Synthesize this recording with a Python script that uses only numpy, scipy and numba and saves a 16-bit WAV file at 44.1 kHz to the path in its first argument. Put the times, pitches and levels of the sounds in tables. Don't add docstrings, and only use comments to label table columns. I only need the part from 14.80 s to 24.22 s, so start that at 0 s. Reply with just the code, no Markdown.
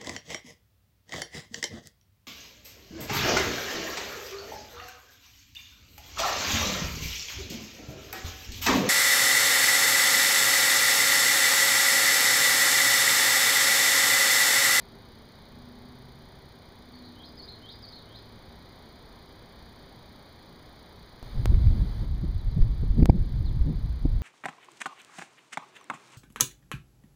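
import sys
import numpy as np
from scipy import signal
from scipy.fft import rfft, irfft
from scipy.io import wavfile
from scipy.ndimage import uniform_filter1d, minimum_filter1d
from numba import njit

SR = 44100
rng = np.random.default_rng(int(sys.argv[2]) if len(sys.argv) > 2 else 0)


def to_wav(sig):
    pcm = np.clip(np.atleast_2d(sig), -1, 1) * 32767
    pcm = np.round(pcm).astype(np.int16)
    wavfile.write(sys.argv[1], SR, pcm.T)


N = 415422
T = np.arange(N) / SR
WINDY_START_S, CALM_END_S = 6.428, 7.255
FRAME_HZ, WHINE_S = 29.97, .0075

# (frequency [Hz], level [dB per Hz])
OPEN_AIR = [(20, -79.5), (65, -73), (130, -78), (250, -81), (400, -83.5), (600, -85.5), (950, -86.5),
            (1400, -92.5), (2200, -91.5), (4000, -91), (4850, -93), (5200, -108), (7000, -125)]
MIC_HISS = [(1000, -107), (5000, -107), (5500, -110), (6400, -107), (7300, -112), (8500, -117),
            (10000, -114.5), (11500, -113.5), (15000, -115.5)]
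# (pitch [Hz], level [dB])
WHINE_TONES = [(9500, -64.5), (14985, -68)]
# (holds from [s], start of one frame [s])
CALM_FRAMES = [(0, .0183)]
WINDY_FRAMES = [(0, .003), (8.2576, .015)]
# (frequency [Hz], width [Hz], level [dB])
ROAD_HUM = [(169.2, 17.3, -67.5), (235.1, 16.7, -63), (393.2, 21, -65)]
# (crest time [s], half length [s], pitch [Hz], level [dB])
VEHICLES = [(0.954, 0.269, 245.6, -52), (1.093, 0.75, 130.2, -58.5), (.9, 0.62, 215.3, -60.5),
            (2.242, 0.285, 248.8, -56), (2.5, 0.39, 222.1, -59), (2.504, 0.49, 309.6, -62.5),
            (2.997, 0.48, 254.4, -63), (3.244, 0.63, 108.9, -57)]
# (time [s], level [dB])
WIND_STRENGTH = [(6.44, -34), (6.52, -39.5), (6.56, -25), (6.72, -22), (6.9, -20), (7.02, -18.5),
                 (7.13, -27.5), (7.3, -27.5), (7.44, -25.5), (7.64, -29.5), (7.82, -22.5), (7.98, -27),
                 (8.22, -20), (8.46, -24), (8.87, -24), (9.02, -26), (9.18, -29.5), (9.42, -24.5)]
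# (frequency [Hz], relative level [dB])
WIND_RUMBLE = [(8, -14), (24, 8.5), (45, 6), (70, 1), (110, 0), (160, -13.5), (220, -33), (400, -53),
               (4000, -130)]
WIND_FLUTTER = [(90, -14), (160, 5), (240, -2), (330, -9), (450, -18), (700, -31), (1200, -52),
                (5000, -100)]
# (crest time [s], half length [s], level [dB])
GUSTS = [(6.725, 0.034, -31), (7.031, 0.022, -37.5), (7.229, 0.0196, -34.5), (7.441, 0.00985, -28),
         (7.781, .014, -22.5), (8.036, 0.0067, -23.5), (8.195, 0.0254, -19.5), (8.239, 0.0169, -17.5),
         (8.293, 0.00385, -8), (8.34, 0.0416, -26.5), (8.894, 0.0468, -27.5), (9.256, 0.0092, -23)]
# (time [s], level [dB], half length [s])
HAND_THUMPS = [(6.745, -8.5, 0.00683), (6.887, -12, 0.00556), (7.821, -9, 0.0142), (8.106, -13.5, 0.008),
               (8.232, 1.5, 0.00516), (8.301, 2.5, 0.00395), (8.608, -13, 0.00452), (8.815, -10.5, 0.0058),
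               (9.255, -12, 0.00506)]
# (time [s], level [dB], roll-off of the contact [Hz])
CASE_KNOCKS = [(8.2275, -12, 478), (8.2976, -11.5, 1300), (9.256, -19.5, 448)]
# (pitch [Hz], relative level [dB], half length [s])
CASE_MODES = [(242, 1.5, 0.00367), (426, -4.5, 0.00165), (779, 0, 0.0015)]
# (time [s], level [dB])
OVERLOAD_TICKS = [(6.745, -42), (7.822, -40.5), (8.202, -45.5), (8.816, -45.5)]
# (frequency [Hz], relative level [dB])
TICK_COLOUR = [(300, -18), (700, 9.5), (2300, 7), (4800, -1.5), (6500, -45), (15000, -23.5)]
# (frequency [Hz], width [Hz], relative level [dB])
BUZZ_BANDS = [(1700, 620, 1.5), (2260, 130, 6), (4740, 200, 4), (7180, 160, -15.5), (10370, 160, -16.5),
              (11960, 160, -9.5), (14400, 160, -14)]
# (time [s], level [dB])
CLICKS = [(6.4283, -32), (6.6576, -13.5), (8.2576, -8.5)]
# (frequency [Hz], width [Hz])
MIC_NOTCHES = [(2720, 1154), (7850, 1930), (10900, 758)]
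# (time into the syllable [s], pitch [Hz], relative level [dB])
DIP = [(0, 5235, -8), (.012, 4850, 0), (0.027, 4430, 5.5), (0.042, 4280, -1), (0.056, 4660, -1),
       (.068, 4898, 0), (.08, 4874, -10)]
ARCH = [(0, 3300, -20.5), (.015, 3850, -3.5), (0.027, 4350, 0.5), (0.039, 4600, -4.5), (.055, 4200, -3),
        (.07, 3800, -6), (0.089, 3300, -15)]
SWEEP = [(0, 2841, -7), (.03, 3083, -4.5), (.06, 3255, 1.5), (.078, 3420, -5), (.09, 3867, 2.5),
         (.1, 4270, 6), (.118, 5250, -12), (0.127, 4876, -3), (.145, 4894, -6.5)]
PEEP = [(0, 4828, -13), (.014, 4400, -5), (.024, 4360, -6), (.04, 4850, -17.5), (.055, 4880, -16.5)]
CHIP = [(0, 5132, -5), (.007, 4565, -5.5), (.016, 4150, -0.5), (.034, 3650, -2.5), (.06, 3140, -9.5)]
# (time [s], syllable, level [dB])
SONG = [(2.128, PEEP, -48), (2.217, ARCH, -52.5), (2.347, SWEEP, -53), (2.570, DIP, -52),
        (2.666, ARCH, -47.5), (2.803, SWEEP, -50), (3.017, DIP, -51), (3.112, ARCH, -45.5),
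        (3.262, SWEEP, -54.5)]
CHIRPS = [(7.578, CHIP, -57.5), (7.704, CHIP, -58), (8.647, CHIP, -50.5)]


def undb(db):
    return 10 ** (np.asarray(db) / 20)


def unit(x):
    return x / np.sqrt(np.mean(x ** 2))


def noise(points):
    hz, db = np.transpose(points)
    f = np.maximum(np.fft.rfftfreq(N, 1 / SR), 1)
    colour = undb(np.interp(np.log(f), np.log(hz), db))
    return irfft(rfft(rng.standard_normal(N)) * colour, N) * np.sqrt(SR / 2)


def band(hz, width_hz):
    f = np.fft.rfftfreq(N, 1 / SR)
    return unit(irfft(rfft(rng.standard_normal(N)) / (1 + ((f - hz) / width_hz) ** 2) ** 2, N))


def walk(rate_hz):
    steps = T * rate_hz
    count = int(steps[-1]) + 2
    return np.sqrt(3 / 2) * np.interp(steps, np.arange(count), rng.standard_normal(count))


def even(x, span_s):
    size = max(int(span_s * SR), 1)
    return x / np.sqrt(uniform_filter1d(uniform_filter1d(x ** 2, size), size) + 1e-12)


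def swell(s, half_s):
    return np.exp(-np.minimum(((T - s) / half_s) ** 2, 50))


def open_air(level_db, sway_db=-0.28):
    return noise(OPEN_AIR) * undb(level_db + sway_db * walk(0.51))


def camera_whine(frames, hiss_lift_db=4.0):
    starts, offsets = np.transpose(frames)
    since_frame = (T - offsets[np.searchsorted(starts, T, "right") - 1]) % (1 / FRAME_HZ)
    burst = uniform_filter1d((since_frame < WHINE_S) * 1., size=50)
    whine = sum(undb(db) * np.sin(2 * np.pi * hz * T + .8 * walk(90)) for hz, db in WHINE_TONES)
    return noise(MIC_HISS) * undb(hiss_lift_db * burst) + burst * whine


def far_road(wander=0.00763, flutter_db=2.46, hum_sway_db=1.5, fade_db_per_s=0.36):
    traffic = sum(band(hz, width_hz) * undb(db + hum_sway_db * walk(2.826) - fade_db_per_s * T)
                  for hz, width_hz, db in ROAD_HUM)
    for s, half_s, hz, db in VEHICLES:
        phase = 2 * np.pi * np.cumsum(hz * (1 + wander * walk(6))) / SR
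        traffic += np.sqrt(2) * np.sin(phase) * swell(s, half_s) * undb(db + flutter_db * walk(7.03))
    return traffic


def wind(rumble_db=-1, flutter_db=-36, flutter_growth=1.314, full_wind_db=-19, case_hz=151.72):
    strength_db = np.interp(T, *np.transpose(WIND_STRENGTH))
    eddies = walk(rate_hz=36)
    rumble = even(noise(WIND_RUMBLE), 0.067) * undb(strength_db + rumble_db + 3.0 * eddies)
    flutter_gain = undb(flutter_db + flutter_growth * (strength_db - full_wind_db) - 0.5 * eddies)
    gusts = sum(undb(db) * swell(s, half_s) for s, half_s, db in GUSTS)
    flutter = even(noise(WIND_FLUTTER), 0.03) * np.hypot(flutter_gain, undb(-3) * gusts)
    shudder_hz = case_hz * (1 + .08 * walk(60))
    shudder = unit(np.sin(2 * np.pi * np.cumsum(shudder_hz) / SR))
    return rumble + flutter + undb(-2) * gusts * shudder


def hand_thumps(rebound=1.204):
    return sum(undb(db) * swell(s, half_s) * (1 - rebound * ((T - s) / half_s) ** 2)
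               for s, db, half_s in HAND_THUMPS)


def case_knocks():
    knocks = np.zeros(N)
    for s, db, rolloff_hz in CASE_KNOCKS:
        for hz, mode_db, half_s in CASE_MODES:
            gain = np.sqrt(2) * undb(db + mode_db) * np.exp(-(hz / rolloff_hz) ** 2)
            knocks += gain * swell(s, half_s) * np.sin(2 * np.pi * hz * (T - s))
    return knocks


def overload_ticks(half_s=0.00124):
    return even(noise(TICK_COLOUR), .004) * sum(undb(db) * swell(s, half_s) for s, db in OVERLOAD_TICKS)


def overload_buzz(pressure, limit=0.291, knee=0.975, level_db=-41):
    overload = np.tanh(np.maximum(np.abs(pressure) - limit, 0) / knee)
    buzz = sum(undb(db) * even(band(hz, width_hz), 0.0082) for hz, width_hz, db in BUZZ_BANDS)
    return undb(level_db) * overload * buzz


def clicks(settle_s=0.002):
    return sum(undb(db) * (T >= s) * np.exp(-np.abs(T - s) / settle_s) for s, db in CLICKS)


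def scatter(x, t60_s):
    tail = rng.standard_normal(SR) * np.exp(-np.log(1000) * T[:SR] / t60_s)
    return signal.fftconvolve(x, tail / np.linalg.norm(tail))[:N]


def songbird(notes, leaves_db, woods_db, waver=.013, flutter_db=2.0):
    voice = np.zeros(N)
    drift, flutter = 1 + waver * walk(150), flutter_db * walk(99)
    for start, syllable, level_db in notes:
        s, hz, db = np.transpose(syllable)
        span = np.flatnonzero((T >= start) & (T < start + s[-1]))
        t = T[span] - start
        phase = 2 * np.pi * np.cumsum(np.interp(t, s, hz) * drift[span]) / SR
        envelope = undb(level_db + np.interp(t, s, db) + flutter[span])
        voice[span] += np.sin(phase) * envelope * signal.windows.tukey(len(span), .1)
    leaves = undb(leaves_db) * scatter(voice, t60_s=0.298)
    woods = undb(woods_db) * scatter(voice, t60_s=0.69)
    return voice + leaves + woods


def microphone(x):
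    for hz, width_hz in MIC_NOTCHES:
        x = signal.lfilter(*signal.iirnotch(hz, hz / width_hz, fs=SR), x)
    return x


@njit
def follow(x, attack, release):
    envelope, level = np.empty(len(x)), 0.
    for i in range(len(x)):
        level += (x[i] - level) * (attack if x[i] > level else release)
        envelope[i] = level
    return envelope


def limiter(x, ceiling=0.673, attack_s=.0001, release_s=0.091):
    envelope = follow(np.abs(x), 1 / (attack_s * SR), 1 / (release_s * SR))
    gain = minimum_filter1d(ceiling / np.maximum(envelope, ceiling), size=300)
    return x * uniform_filter1d(uniform_filter1d(gain, size=150), size=150)


def scene():
    calm = open_air(level_db=0) + camera_whine(CALM_FRAMES) + far_road()
    calm += songbird(SONG, leaves_db=3.0, woods_db=-5.5)
    buffeting = wind() + hand_thumps() + case_knocks() + overload_ticks()
    windy = open_air(level_db=-1.0) + camera_whine(WINDY_FRAMES) + buffeting
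    windy += songbird(CHIRPS, leaves_db=-7.5, woods_db=-9.5)
    both = calm * (T < CALM_END_S) + windy * (T >= WINDY_START_S)
    return (microphone(both) + overload_buzz(buffeting) + clicks())[None]


def record(dry, top_hz=15400):
    lowpass = signal.ellip(8, .2, 70, top_hz, fs=SR, output="sos")
    return signal.sosfilt(lowpass, limiter(dry[0]))[None]


dry = scene()
out = record(dry)
to_wav(out)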